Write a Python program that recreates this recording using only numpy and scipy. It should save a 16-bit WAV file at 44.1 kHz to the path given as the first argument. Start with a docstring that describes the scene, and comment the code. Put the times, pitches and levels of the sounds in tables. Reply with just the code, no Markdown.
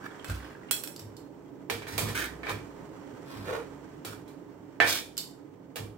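"""Wet noodles squish and plop into a steel bowl, moved from a steel wok with a ladle and a spatula.
The utensils clink, tap and knock: each blow is a sharp crack, then ringing steel in a small tiled kitchen.
A blade scrapes the wok in tiny stick-slip clicks, and pushes rock the wok on the stove with dull thuds.
The strands smack as they part and pockets of sauce pop, over a low steady room noise with a motor hum."""
import sys
import numpy as np
from scipy import signal
from scipy.fft import rfft, irfft, next_fast_len
from scipy.io import wavfile

SR = 44100
rng = np.random.default_rng(int(sys.argv[2]) if len(sys.argv) > 2 else 0)


def unload_audio(sound):
    """Save the sound as a 16-bit wav file, at the path given as the first command line argument."""
    columns = np.transpose(np.atleast_2d(sound))
    # keep every value between -1 and 1, then stretch to whole-number steps
    steps = np.round(np.clip(columns, -1, 1) * 32767)
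    wavfile.write(sys.argv[1], SR, steps.astype(np.int16))


N = 263409

# ringing modes of the wok: (frequency [Hz], level [dB], t60 [s])
WOK_MODES = [(411, -17, .3), (463, -11, .3), (671, -14, .23), (810, -15, .2), (1770, -10.5, .3),
             (1895, -14, .26), (2322, -8, .36), (2403, -11, .3), (283, -25, .5), (1264, -21, .3),
             (1600, -15, .3), (3050, -17, .45), (3340, -11, .35), (3655, -15, .3), (3903, -11, .2),
             (4515, -10, .33), (5241, -13, .35), (7380, -14, .25), (8270, -12, .25), (11800, -14, .25)]
# how alike left and right are in the kitchen: (frequency [Hz], correlation [0-1])
STEREO_LIKENESS = [(60, .98), (130, 0.89), (300, 0.53), (600, 0.36), (1200, 0.29), (2500, 0.089), (5000, 0)]


def from_db(db):
    """Decibels to gain."""
    return 10 ** (np.asarray(db) / 20)


def rms_one(x):
    """Scale to unit power."""
    return x / np.sqrt(np.mean(x ** 2) + 1e-20)


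def at_hz(points, hz):
    """Read a table along log frequency."""
    freqs, values = np.transpose(points)
    return np.interp(np.log(np.maximum(hz, 1)), np.log(freqs), values)


def add(out, start_s, sound):
    """Mix a sound in at a given time."""
    start = max(round(start_s * SR), 0)
    out[:, start:start + sound.shape[-1]] += sound[:, :max(N - start, 0)]


def colour(x, spectrum):
    """Minimum-phase EQ that follows a curve of (frequency [Hz], gain [dB])."""
    size = 2 * next_fast_len(x.shape[-1] // 2 + 2048)
    cepstrum = irfft(np.log(from_db(at_hz(spectrum, np.fft.rfftfreq(size, 1 / SR)))))
    cepstrum[1:size // 2] *= 2
    cepstrum[size // 2 + 1:] = 0
    return irfft(rfft(x, size) * np.exp(rfft(cepstrum)))[..., :x.shape[-1]]


def bell_eq(x, hz, gain_db, q):
    """Boost or cut one narrow band."""
    return x + (from_db(gain_db) - 1) * signal.lfilter(*signal.iirpeak(hz, q, SR), x)


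def diffuse(size):
    """White stereo noise, centred in the bass and wide in the treble."""
    padded = 2 * next_fast_len(size // 2 + 1)
    mid, side = rfft(rng.standard_normal((2, padded)))
    alike = np.clip(at_hz(STEREO_LIKENESS, np.fft.rfftfreq(padded, 1 / SR)), -1, 1)
    return irfft(np.sqrt(1 + alike) * mid + np.sqrt(1 - alike) * side * [[1], [-1]])[:, :size]


def drift(size, per_s):
    """Random modulation that glides between values of spread 1."""
    return np.interp(np.arange(size) / SR * per_s, np.arange(4096), rng.standard_normal(4096))


def slips(size, per_s, spread_db):
    """Stick-slip clicks at random times; a spread makes their strength uneven."""
    strength = from_db(spread_db * np.minimum(rng.exponential(1, size), 4)) * rng.choice([-1, 1], size)
    return rms_one(strength * (rng.random(size) < per_s / SR))


def swell(t, peak_s):
    """Rise to 1 at the given time, then die away."""
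    return t / peak_s * np.exp(1 - t / peak_s)


def room_noise(rush_db=-45.5, waver_db=3.5):
    """A low rush with a faint wavering motor hum; the whole bed gently rises and sinks."""
    # partials of the motor: (frequency [Hz], level [dB])
    hum_partials = [(141, -61.5), (284, -63.5), (413, -59)]
    # colour of the rush: (frequency [Hz], gain [dB])
    rush_spectrum = [(15, -73.5), (25, -47.5), (48, -33.5), (114, -13.5), (134, -14.5), (190, -9.5),
                     (217, -18), (285, -4), (384, -12.5), (476, -14), (775, -25), (887, -20.5), (1440, -45),
                     (9320, -64), (16000, -49)]
    # fader ride on the bed: (time [s], gain [dB])
    bed_ride = [(1.3, -2), (2.8, 0.5), (4.4, -2), (5.4, -4)]
    t, hum = np.arange(N) / SR, 0
    for hz, db in hum_partials:
        amplitude = np.sqrt(2) * from_db(db + waver_db * drift(N, per_s=17))
        hum += amplitude * np.sin(2 * np.pi * hz * t + drift(N, per_s=7))
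    rush = from_db(rush_db) * rms_one(colour(diffuse(N), rush_spectrum))
    return (hum + rush) * from_db(np.interp(t, *np.transpose(bed_ride)))


def handling(attack_s=0.89, settle_db_per_s=10, resting_db=-64.5):
    """Envelope of the noodles: it rises, holds while they move and sinks to a floor as they settle."""
    # noodles tipped into the bowl, then turned in the wok: (start [s], hold [s], level [dB])
    moves = [(0, 0.13, -51), (2.305, 1.37, -54)]
    t, power = np.arange(N) / SR, from_db(resting_db) ** 2
    for start, hold, db in moves:
        attack = np.clip(1 + (t - start) / attack_s, 0, 1)   # fully open at the start
        settled_db = settle_db_per_s * np.maximum(t - start - hold, 0)
        power = power + (attack * from_db(db - settled_db)) ** 2
    return np.sqrt(power)


def noodles(flutter_db=1.5, places=5):
    """Wet strands part with tiny smacks all over the heap, each place blurred its own way by the tiles."""
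    # colour of the squish: (frequency [Hz], gain [dB])
    squish_spectrum = [(400, -3), (800, 5), (1400, 0), (2400, -7.5), (3600, -15.5), (5500, -16),
                       (7800, -16), (10000, -27), (16000, -28.5)]
    t, heap = np.arange(SR // 4) / SR, 0
    flutter = from_db(flutter_db * drift(N, per_s=57))
    for _ in range(places):
        smacks = slips(N, per_s=600, spread_db=-1.5) * flutter
        tiles = diffuse(len(t)) * (np.exp(-t / 0.045) + 4 * np.exp(-t / 0.0045))
        heap += signal.oaconvolve(smacks[None], tiles, axes=1)[:, :N]
    return handling() * rms_one(colour(heap, squish_spectrum))


def sauce_pops(per_s=36, decay_cycles=5, level_db=-58, until_s=0.78):
    """As the noodles slump into the bowl, pockets of sauce pop between the strands and ring briefly."""
    out, t = np.zeros((2, N)), np.arange(SR // 6) / SR
    tiles = diffuse(len(t)) * (np.exp(-t / 0.05) + 4 * np.exp(-t / 0.0022))
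    for when, smallness, softness in rng.random((round(per_s * until_s), 3)):
        hz = 1100 * 3.2 ** smallness
        ring = np.exp(-t * hz / decay_cycles) * np.sin(2 * np.pi * hz * t)
        pop = signal.fftconvolve(tiles, ring[None], axes=1)[:, :len(t)]
        add(out, when * until_s, from_db(level_db - 10 * softness - 4.4 * smallness) * rms_one(pop))
    return out


def tile_wash(t, modes, early_db, hump_width=0.062, hump_db=9, valley_db=-0.5):
    """The tiles throw back what the steel radiates: early reflections and a tail rich around its modes."""
    # ring-out of steel and tiles together: (frequency [Hz], t60 [s])
    ring_out = [(200, 0.71), (700, 0.35), (2000, 0.34), (4500, 0.34), (9000, 0.35), (16000, 0.27)]
    hz = np.fft.rfftfreq(len(t), 1 / SR)
    humps = sum(from_db(db + hump_db) ** 2 / (1 + ((hz / mode_hz - 1) / hump_width) ** 2) ** 2
                for mode_hz, db, _ in modes)
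    noise = irfft(rfft(diffuse(len(t))) * np.sqrt(from_db(valley_db) ** 2 + humps), len(t))
    band_hz, frame_s, bands = signal.stft(noise, SR, nperseg=256)
    decay = from_db(-60 * frame_s / at_hz(ring_out, band_hz)[:, None])
    tail = signal.istft(bands * decay, SR)[1][:, :len(t)]
    return tail * (1 + from_db(early_db) * np.exp(-t / 0.0031))


def steel(modes, modes_db, early_db, split, count=5):
    """Steel rings in the kitchen; the uneven sheet splits each mode into close partials that beat."""
    t = np.arange(SR // 2) / SR
    ring = tile_wash(t, modes, early_db)
    for hz, db, t60 in modes:
        detune = np.linspace(-1, 1, count) + rng.normal(0, .15, count)
        weight = rms_one(np.exp(-detune ** 2)) / np.sqrt(count)
        width = 1 - np.clip(at_hz(STEREO_LIKENESS, hz), 0, 1)
        right_shift = width * rng.uniform(-np.pi, np.pi, count)   # each side beats differently
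        phase = rng.uniform(0, 2 * np.pi, count) + np.outer([0, 1], right_shift)
        angle = np.outer(2 * np.pi * hz * (1 + split * detune), t).astype(np.float32)
        partials = (weight * np.cos(phase)) @ np.sin(angle) + (weight * np.sin(phase)) @ np.cos(angle)
        ring += from_db(db + modes_db) * np.exp(-np.log(1000) * t / t60) * partials
    return ring


def contact_colour(tone, edge):
    """EQ curve of a contact as the blade tips from its flat (edge = 0) onto its edge (edge = 1)."""
    # thin steel radiates little bass: (frequency [Hz], gain against the tone's lowest point [dB])
    bass_loss = [(70, -27.5), (200, -8), (330, 3)]
    hz, flat_db, edge_db = np.transpose(tone)
    db = flat_db + np.clip(edge, 0, 1) * (edge_db - flat_db)
    return [(low_hz, db[0] + gain_db) for low_hz, gain_db in bass_loss] + list(zip(hz, db))


def wok_scrapes(judder_db=2.3):
    """The blade sticks, slips and judders over the wok, and noodles land and slide with a like gritty friction;
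    pressure rises and falls through each stroke."""
    # strokes (those at 0.26 s and 0.374 s are noodles landing and sliding): (start [s], rise [s], length [s],
    # level [dB], edge [0-1], blade resonance [Hz], gain [dB])
    strokes = [(0.014, 0.05, 0.055, -46, 0.57, 1600, 22), (0.26, 0.039, 0.18, -45.5, 0.88, 1310, 18),
               (0.374, .045, 0.24, -43.5, 0.17, 1320, -1), (1.864, 0.018, 0.36, -37, 0.64, 1820, 6.5),
               (1.971, 0.017, 0.21, -29, 0.36, 585, -1.5), (2.141, 0.016, 0.16, -27, 0.68, 1695, 13.5),
               (2.439, 0.078, 0.084, -27.5, 0.15, 2520, 3), (3.24, 0.066, 0.38, -39, 0.25, 770, 0.5),
               (3.437, 0.06, 0.21, -30, 0.08, 477, 15), (4.059, 0.014, 0.13, -46, 0.8, 1300, 16),
               (4.807, 0.0072, 0.24, -31.5, 0.43, 2360, 6.5), (4.846, .045, 0.18, -24, 0.97, 3400, 6.5),
               (5.76, 0.01, 0.057, -32, 0.15, 450, 13.5)]
    # colour of a scrape: (frequency [Hz], gain on the flat [dB], gain on the edge [dB])
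    scrape_tone = [(450, 5, -1), (780, 5.5, -3), (1050, 9.5, -1.5), (1780, -1, 0), (4600, -13.5, 2),
                   (10400, -21.5, -2)]
    out, t = np.zeros((2, N)), np.arange(SR // 2) / SR
    for start, rise, length, db, edge, blade_hz, blade_db in strokes:
        pressure = np.interp(t, [0, min(rise, length), length], [0, 1, 0])
        friction = slips(len(t), per_s=700, spread_db=0)
        judder = from_db(judder_db * drift(len(t), per_s=180))
        force = bell_eq(pressure * friction * judder, blade_hz, blade_db, q=6.2)
        wok = steel(WOK_MODES, modes_db=-5.5, early_db=15, split=0.012)
        scrape = signal.fftconvolve(force[None], wok / np.sqrt(np.sum(wok ** 2) / 2), axes=1)
        add(out, start, from_db(db) * colour(scrape, contact_colour(scrape_tone, edge)))
    return out


def blows(hits, modes, tone, modes_db, early_db, crack_db, crack_cutoff_hz, split=0.006, spot_db=8):
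    """Each hit gives a sharp direct crack, then the steel rings, with the struck spot's pitch lifted."""
    out, impulse = np.zeros((2, N)), signal.unit_impulse(64)
    crack = signal.lfilter(*signal.butter(2, crack_cutoff_hz, fs=SR), impulse)
    for start, db, edge, crack_trim_db, spot_hz in hits:
        hit = bell_eq(steel(modes, modes_db, early_db, split), spot_hz, spot_db, q=24)
        hit[:, :len(crack)] += from_db(crack_db + crack_trim_db) * crack
        add(out, start, from_db(db) * colour(hit, contact_colour(tone, edge)))
    return out


def ladle_clinks():
    """The ladle rings brightly as the utensils clink on each other and on the bowl."""
    # clinks: (time [s], level [dB], edge [0-1], crack trim [dB], pitch of the struck spot [Hz])
    clinks = [(.245, -42, 0.22, -3, 7600), (.298, -40.5, 0.24, -1, 1500), (.711, -30, 0.74, 6, 3330),
              (.837, -43.5, 0.68, 4.5, 12000), (.875, -48.5, 0.67, 11, 5500)]
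    # ringing modes of the ladle: (frequency [Hz], level [dB], t60 [s])
    ladle_modes = [(1444, -4.5, 0.14), (1600, -8, 0.26), (2580, -6.5, 0.34), (3050, -16.5, 0.52),
                   (3350, -5.5, 0.24), (3635, -17, 0.15), (4230, -1, 0.22), (5530, -5.5, 0.36),
                   (7400, -6, 0.32), (8140, -1.5, 0.25), (11070, -20.5, 0.32), (10850, -8, 0.24),
                   (13580, -6, .18)]
    # colour of a clink: (frequency [Hz], gain on the flat [dB], gain on the edge [dB])
    clink_tone = [(520, 6.5, -11), (1900, 3.5, -4.5), (4600, -13.5, -0.5), (10600, -19, 9)]
    return blows(clinks, ladle_modes, clink_tone, modes_db=-2.5, early_db=5.5,
                 crack_db=23.5, crack_cutoff_hz=11900)


def thuds(pushes, hz, swell_s, rumble_db, sway_db, sway_s, stove_hz=61.5):
    """A push sets a heavy low resonance swelling and dying; the stove top sways and rumbles along."""
    # colour of the rumble: (frequency [Hz], gain [dB])
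    rumble_spectrum = [(20, -29), (50, -4), (78, -3.5), (130, 1), (300, -6), (900, -29.5), (4000, -47)]
    out, t = np.zeros((2, N)), np.arange(SR) / SR
    for start, db in pushes:
        rumble = from_db(rumble_db) * rms_one(colour(diffuse(len(t)), rumble_spectrum))
        body = swell(t, swell_s) * (np.sqrt(2) * np.sin(2 * np.pi * hz * t) + rumble)
        sway = swell(t, sway_s) * from_db(sway_db) * np.sqrt(2) * np.sin(2 * np.pi * stove_hz * t)
        add(out, start, from_db(db) * (body + sway))
    return out


def heap_landing():
    """The heap of noodles drops into the bowl with one short, soft thump."""
    # impact of the heap: (time [s], level [dB])
    landing = [(.286, -33)]
    return thuds(landing, hz=94.6, swell_s=0.023, rumble_db=-9, sway_db=-4, sway_s=0.04)


def spatula_taps():
    """Light taps set the spatula blade ringing, thin and high."""
    # taps: (time [s], level [dB], edge [0-1], crack trim [dB], pitch of the struck spot [Hz])
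    taps = [(.963, -47.5, 0.19, 21, 4600), (.994, -47, 0.97, -4, 5530), (1.167, -52, 0.32, -5, 4300),
            (5.169, -44.5, 1, 2, 5000), (5.178, -30.5, 0.43, -6, 4500)]
    # ringing modes of the spatula: (frequency [Hz], level [dB], t60 [s])
    spatula_modes = [(2985, -8.5, 0.36), (3650, -8.5, 0.4), (4100, -15, 0.078), (4600, -26.5, 0.21),
                     (4883, -20, 0.19), (5100, -7, 0.14), (7540, -3, 0.31), (11500, -6, .22),
                     (13140, -8, 0.32), (13800, -19, .2)]
    # colour of a tap: (frequency [Hz], gain on the flat [dB], gain on the edge [dB])
    tap_tone = [(520, -17, -18), (1990, -20, -5), (4600, -2, -6), (10600, -10.5, -7.5)]
    return blows(taps, spatula_modes, tap_tone, modes_db=-0.5, early_db=6,
                 crack_db=14, crack_cutoff_hz=12070, split=0.0146, spot_db=11)


def wok_rocking():
    """Each push rocks the wok on the stove with a dull thud."""
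    # pushes on the wok: (time [s], level [dB])
    pushes = [(1.012, -48), (1.708, -46), (1.925, -38.5), (2.006, -33), (2.499, -41.5), (3.35, -43.5),
              (3.45, -47.5), (4.06, -47.5), (4.803, -45), (5.783, -41.5)]
    return thuds(pushes, hz=104, swell_s=0.042, rumble_db=-3, sway_db=-19, sway_s=0.17)


def wok_knocks():
    """A utensil knocks on the wok and the steel sheet clangs."""
    # knocks: (time [s], level [dB], edge [0-1], crack trim [dB], pitch of the struck spot [Hz])
    knocks = [(1.699, -23.5, 0.58, -1.5, 460), (1.820, -36.5, 0.34, -0.5, 980),
              (1.869, -37.5, 0.42, 3, 1830), (1.979, -26.5, 0.88, -8, 580), (2.087, -35, 0.73, -10, 1700),
              (2.432, -32, 0.12, -22, 2230), (2.468, -26.5, 0.069, -11, 2490),
              (2.494, -33.5, 0.64, 5, 2150), (4.049, -36.5, 0.8, 2.5, 1450), (4.279, -55.5, 0.8, -13, 4070),
              (4.802, -9.5, 0.058, 3, 698), (5.758, -34.5, 0.76, -14, 2790)]
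    # colour of a knock: (frequency [Hz], gain on the flat [dB], gain on the edge [dB])
    knock_tone = [(450, -9, 5), (790, -4.5, 1), (1090, -6.5, -0.5), (1766, 1, -7), (3400, -16, 0.5),
                  (4800, -22.5, -1), (10600, -37.5, 2.5)]
    return blows(knocks, WOK_MODES, knock_tone, modes_db=-1, early_db=-9.5,
                 crack_db=26, crack_cutoff_hz=4500)


def scene():
    """Steel, thuds, food and room, panned a little to the right."""
    # stereo balance: (frequency [Hz], left minus right [dB])
    balance = [(60, -2.5), (130, -1.5), (300, -8.5), (700, -2.5), (2000, -5.5), (4000, -2.5), (6500, -1.5),
               (8800, -12), (11000, -7.5), (14000, -9.5)]
    metal = wok_knocks() + ladle_clinks() + spatula_taps() + wok_scrapes()
    low_end = wok_rocking() + heap_landing()
    food = noodles() + sauce_pops()
    mix = metal + low_end + food + room_noise()
    size = 2 * next_fast_len(N // 2 + 2048)
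    left_ratio = from_db(at_hz(balance, np.fft.rfftfreq(size, 1 / SR)))
    right = np.sqrt(2 / (1 + left_ratio ** 2))   # constant-power pan
    return irfft(rfft(mix, size) * [right * left_ratio, right])[:, :N]


def record(dry, cutoff_hz=15750):
    """Soft clipping rounds the highest peak and a steep low-pass cuts the top."""
    return signal.sosfilt(signal.ellip(10, .2, 80, cutoff_hz, fs=SR, output="sos"), np.tanh(dry))


dry = scene()
out = record(dry)
unload_audio(out)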